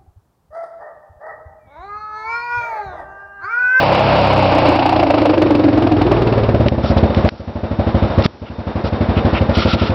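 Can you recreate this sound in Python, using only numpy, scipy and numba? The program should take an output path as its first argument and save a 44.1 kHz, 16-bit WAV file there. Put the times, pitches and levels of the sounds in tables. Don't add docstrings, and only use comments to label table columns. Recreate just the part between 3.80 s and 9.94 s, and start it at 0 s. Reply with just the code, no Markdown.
import sys
import numpy as np
from scipy import signal
from scipy.fft import rfft, irfft, next_fast_len
from scipy.io import wavfile
from scipy.ndimage import uniform_filter1d
from numba import njit

SR = 44100
rng = np.random.default_rng(int(sys.argv[2]) if len(sys.argv) > 2 else 0)


def log_audio(samples):
    frames = np.atleast_2d(samples).T
    limited = np.clip(frames, -1, 1)
    pcm = np.round(limited * 32767).astype(np.int16)
    wavfile.write(sys.argv[1], SR, pcm)


N = 270774
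TIME = np.arange(N) / SR

# t/s, firings per second/Hz
FIRING_RATE = [(0.0, 33.74), (0.43, 34.13), (0.93, 28.65), (1.02, 30.24), (1.63, 23.34), (2.1, 20.78),
               (2.75, 17.42), (3.15, 15.71), (3.32, 13.99), (3.57, 12.73), (4.5, 12.89), (4.55, 12.1),
               (5.01, 11.59), (5.24, 12.48), (6.2, 12.23)]
# t/s, level/dB
ODD_FIRINGS = [(1.018, 0.5), (1.118, -1.5), (1.26, -6), (1.296, 1), (1.528, -3.5), (1.611, 4.5), (1.742, 4),
               (2.311, 5), (2.861, -2.5), (3.297, -7.5), (4.296, -12.5), (4.531, -11), (5.526, -3.5)]
# f/Hz, relative level/dB, time to fade by 60 dB/s
PIPE_NOTES = [(66, 0, .126), (104, 13.7, .103), (134, 7, .141), (217, 15.9, .087), (218, 19.3, .058),
              (332, 8, .193), (378, 13.3, .068), (544, 17.9, .186), (582, 15.2, .112)]
# t/s, level/dB
TAILPIPE_LEVEL = [(1.9, -57), (2.4, -23), (2.95, -10), (4.0, -7.5), (5.3, -10.5), (6.1, -16)]
# t/s, note level/dB, low bark level/dB, high bark level/dB, roar level/dB
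PASS_LEVELS = [(0, -20, -27, -18, -14), (.5, -15.5, -25.5, -15.5, -13.5), (.9, -17.5, -14, -15.5, -14),
               (1.03, -26.5, -19.5, -20, -16.5), (1.15, -22, -17.5, -15, -18),
               (1.5, -27.5, -11.5, -13.5, -18), (1.9, -33.5, -10, -18, -28), (2.3, -20, -13, -24, -25),
               (2.6, -21.5, -19, -35, -30), (2.95, -36, -23, -31, -40), (3.2, -56.5, -49, -66, -60)]
# multiple of the firing rate, relative level/dB
HARMONICS = [(1, -23), (2, -5), (3, 1.5), (4, 1), (5, -2), (6, -3), (7, -7.5), (8, -12), (9, -5.5),
             (10, -11.5)]
# t/s, f/Hz
HIGH_BARK_PITCH = [(0, 571), (.92, 568), (1.02, 755), (1.5, 542), (1.8, 544), (2.25, 770), (2.7, 556)]
# t/s, level/dB
DRONE_LEVEL = [(1.05, -61), (1.15, -20), (1.6, -24.5), (2.9, -10), (3.3, -22.5), (3.7, -41.5)]
# f/Hz, relative level/dB
CLATTER_SPECTRUM = [(600, -35), (1000, -22), (1340, -7.5), (1940, -8), (2200, 0), (2770, 1.5), (3230, -7),
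                    (4790, -9.5), (6500, -30.5)]
# t/s, ring level/dB, crunch level/dB
TAPS = [(2.884, 13.5, -11.5), (3.346, -8, -18), (3.4895, 32, -4.5), (4.4229, -5, -17), (4.4617, 34, -3)]
# start t/s, length/s, level/dB, lowest f/Hz, highest f/Hz
RUSTLES = [(3.014, 0.12, -26.5, 1190, 4900), (3.168, 0.027, -26, 1470, 4500),
           (3.35, 0.076, -35.5, 1200, 4930), (3.447, 0.19, -29.5, 1500, 5500),
           (4.433, 0.032, -20, 1180, 4640), (4.641, 0.064, -24, 2100, 3180),
           (5.03, 0.066, -25.5, 1300, 5000), (5.348, 0.063, -27, 2090, 3120),
           (5.532, 0.07, -24, 1910, 3040), (5.724, 0.15, -22.5, 1500, 4260), (5.855, 0.11, -22, 1990, 4270),
           (5.954, 0.16, -27, 1270, 3840)]
# f/Hz, relative level/dB
HUM_SPECTRUM = [(35, -30.5), (60, -10.5), (97, -12.5), (145, -13.5), (230, -11.5), (425, -12), (525, -10.5),
                (661, -11.5), (1320, -22.5), (1700, -26.5), (3070, -35.5), (3720, -35.5), (6500, -50)]
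# t/s, level/dB
HUM_LEVEL = [(1.0, -39.5), (2.0, -29.5), (2.8, -29.5), (3.5, -22.5), (5.0, -21.5), (6.1, -29.5)]


def firing_count():
    count = np.cumsum(curves(FIRING_RATE)[0]) / SR
    return count - count[int(.0255 * SR)]


def firings(spread_db):
    when = np.flatnonzero(np.diff(np.floor(firing_count())))
    db = spread_db * rng.standard_normal(len(when))
    for t, odd_db in ODD_FIRINGS:
        db[np.argmin(abs(when - t * SR))] = odd_db
    clicks = np.zeros(N)
    clicks[when] = amp(db)
    return clicks


def gust(clicks, delay_s, rise_s, fall_s):
    t = np.arange(int(6 * fall_s * SR)) / SR
    shape = (1 - np.exp(-t / rise_s)) * np.exp(-t / fall_s)
    return np.maximum(signal.fftconvolve(delay(clicks, delay_s), shape / shape.max())[:N], 0)


def tailpipe(clicks, puff_s=.00427, ground_echo_s=.00414):
    puffs = signal.fftconvolve(clicks, np.hanning(int(puff_s * SR)))[:N]
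    pipe = sum((-1) ** k * amp(db) * ring(puffs, hz, fade) for k, (hz, db, fade) in enumerate(PIPE_NOTES))
    pipe = pipe + delay(pipe, ground_echo_s)
    knock = gust(clicks, .005, .0028, .012) * band(rng.standard_normal(N), hz=567, width_hz=130)
    knock *= amp(-1.9 * (TIME - 3.04))
    return amp(curves(TAILPIPE_LEVEL)[0]) * (pipe / np.std(pipe[N // 2:]) + knock)


def pulsing(clicks, rise_s, fall_s, alongside_s=.96):
    depth = np.where(TIME < alongside_s, .12, .59 + .2 * (TIME - alongside_s))
    depth = np.clip(depth, 0, .9)
    return 1 - depth + 2 * depth * gust(clicks, .007, rise_s, fall_s)


def barks_and_roar(steady, uneven, low_db, high_db, roar_db):
    bark_noise, roar_noise = rng.standard_normal((2, N))
    leaving_s = np.clip(TIME - 2.086, 0, .5)
    low = band(delay(steady, .008) + .032 * bark_noise, 299 + 160 * leaving_s, 68.5 + 300 * leaving_s)
    pops = delay(uneven, .005)
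    rush = pulsing(uneven, rise_s=.001, fall_s=.009)
    high = band(pops + .04 * rush * bark_noise, curves(HIGH_BARK_PITCH)[0], width_hz=170)
    roar = band(pops + .07 * rush * roar_noise, hz=709, width_hz=480)
    return amp(low_db) * low + filtered(amp(high_db) * high + amp(roar_db) * roar, "high", 300)


def engine_note(level_db):
    phase = 2 * np.pi * firing_count()
    note = sum(amp(db + 2.5 * drift(12)) * np.cos(k * phase + k * k) for k, db in HARMONICS)
    return amp(level_db) * unit_level(note)


def drone(clicks):
    return amp(curves(DRONE_LEVEL)[0]) * band(delay(clicks, .008), hz=104, width_hz=28)


def clatter(clicks, roar_db, under_roar_db=11, idle_db=-42):
    noise = pulsing(clicks, rise_s=.0015, fall_s=.007) * coloured(CLATTER_SPECTRUM)
    noise *= amp(1.3 * drift(37))
    return (amp(roar_db - under_roar_db) + amp(idle_db)) * even_out(noise)


def taps(shell_hz=12000, shell_fade_s=.012, crunch_fade_s=.024):
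    hits, grit = np.zeros((2, N))
    for t, ring_db, crunch_db in TAPS:
        hits[int(t * SR)], grit[int(t * SR)] = amp(ring_db), amp(crunch_db)
    dying = signal.lfilter([1], [1, -amp(-60 / (crunch_fade_s * SR))], grit + 1e-18)
    crunch = filtered(rng.standard_normal(N), "band", [1200, 4040])
    shell = filtered(ring(hits, shell_hz, shell_fade_s), "high", 9000, order=6)
    return shell + dying * unit_level(crunch)


def rustles():
    out = np.zeros(N)
    grains = rng.standard_normal(N) * amp(2 * drift(150))
    hollow = amp(-1.5) * band(grains, hz=1345, width_hz=260)
    for t, length_s, db, from_hz, to_hz in RUSTLES:
        start, size = int(t * SR), int(length_s * SR)
        span = slice(start, start + size)
        rub = unit_level(filtered(grains[span], "band", [from_hz, to_hz]))
        out[span] += amp(db) * signal.windows.tukey(size, .6) * (rub + hollow[span])
    return out


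def hum(clicks):
    swell = 1 + 1.695 * gust(clicks, 0, .024, .035)
    body = swell * coloured(HUM_SPECTRUM) * amp(drift(25))
    whine = amp(-20.5) * band(rng.standard_normal(N), hz=3655, width_hz=10)
    return amp(curves(HUM_LEVEL)[0]) * (body + whine)


def amp(db):
    return 10 ** (np.asarray(db) / 20)


def unit_level(x):
    return x / np.sqrt(np.mean(x ** 2) + 1e-20)


def even_out(x):
    return x / np.sqrt(uniform_filter1d(x ** 2, size=SR // 8) + 1e-20)


def curves(rows):
    t, *columns = np.transpose(rows)
    return [np.interp(TIME, t, column) for column in columns]


def delay(x, seconds):
    return np.roll(x, int(seconds * SR))


def drift(rate_hz):
    knots = np.arange(0, N / SR + 1, 1 / rate_hz)
    return np.interp(TIME, knots, rng.standard_normal(4000)[:len(knots)])


def coloured(spectrum):
    hz, db = np.transpose(spectrum)
    size = next_fast_len(N)
    bins_hz = np.maximum(np.fft.rfftfreq(size, 1 / SR), 1)
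    gains = amp(np.interp(np.log(bins_hz), np.log(hz), db))
    return unit_level(irfft(rfft(rng.standard_normal(size)) * gains, size)[:N])


def filtered(x, kind, hz, order=2):
    return signal.sosfilt(signal.butter(order, hz, kind, fs=SR, output="sos"), x)


def ring(clicks, hz, fade_s):
    decay, step = amp(-60 / (fade_s * SR)), 2 * np.pi * hz / SR
    return signal.lfilter([0, np.sin(step)], [1, -2 * decay * np.cos(step), decay * decay], clicks + 1e-18)


@njit
def resonate(x, pull, decay):
    y = np.zeros(len(x))
    for i in range(2, len(x)):
        y[i] = x[i] - x[i - 2] + pull[i] * y[i - 1] - decay[i] * decay[i] * y[i - 2]
    return y


def band(x, hz, width_hz):
    decay = np.exp(-np.pi * width_hz / SR) * np.ones(N)
    pull = 2 * decay * np.cos(2 * np.pi * hz / SR)
    return even_out(resonate(resonate(x, pull, decay), pull, decay))


def scene():
    steady, uneven = firings(spread_db=1), firings(spread_db=2.2)
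    note_db, low_db, high_db, roar_db = curves(PASS_LEVELS)
    bike = tailpipe(steady) + barks_and_roar(steady, uneven, low_db, high_db, roar_db)
    bike += engine_note(note_db) + drone(steady) + clatter(uneven, roar_db)
    return (bike + hum(steady) + rustles() + taps())[None]


def record(dry):
    knee_db, release_db_per_s, attack_s, boost_db = 3.5, 32, .0022, 3
    treble_limit_hz, final_limit_hz, ceiling = 6200, 15800, .715
    release_db = release_db_per_s * TIME
    peak_db = np.maximum.accumulate(20 * np.log10(abs(dry[0]) + 1e-4) + release_db) - release_db
    wanted_db = -20 * np.log10(1 + amp(peak_db - knee_db))
    lag = np.exp(-1 / (attack_s * SR))
    gain_db = signal.lfilter([1 - lag], [1, -lag], wanted_db)
    circuit_hiss = amp(-49) * rng.standard_normal(N)
    treble_cut = signal.cheby2(18, 60, treble_limit_hz, fs=SR, output="sos")
    ducked = signal.sosfilt(treble_cut, dry) * amp(gain_db + boost_db)
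    dull = signal.sosfilt(treble_cut, ducked + circuit_hiss)
    clipped = dull / (1 + (dull / ceiling) ** 30) ** (1 / 30)
    return signal.sosfilt(signal.cheby2(12, 70, final_limit_hz, fs=SR, output="sos"), clipped)


dry = scene()
out = record(dry)
log_audio(out)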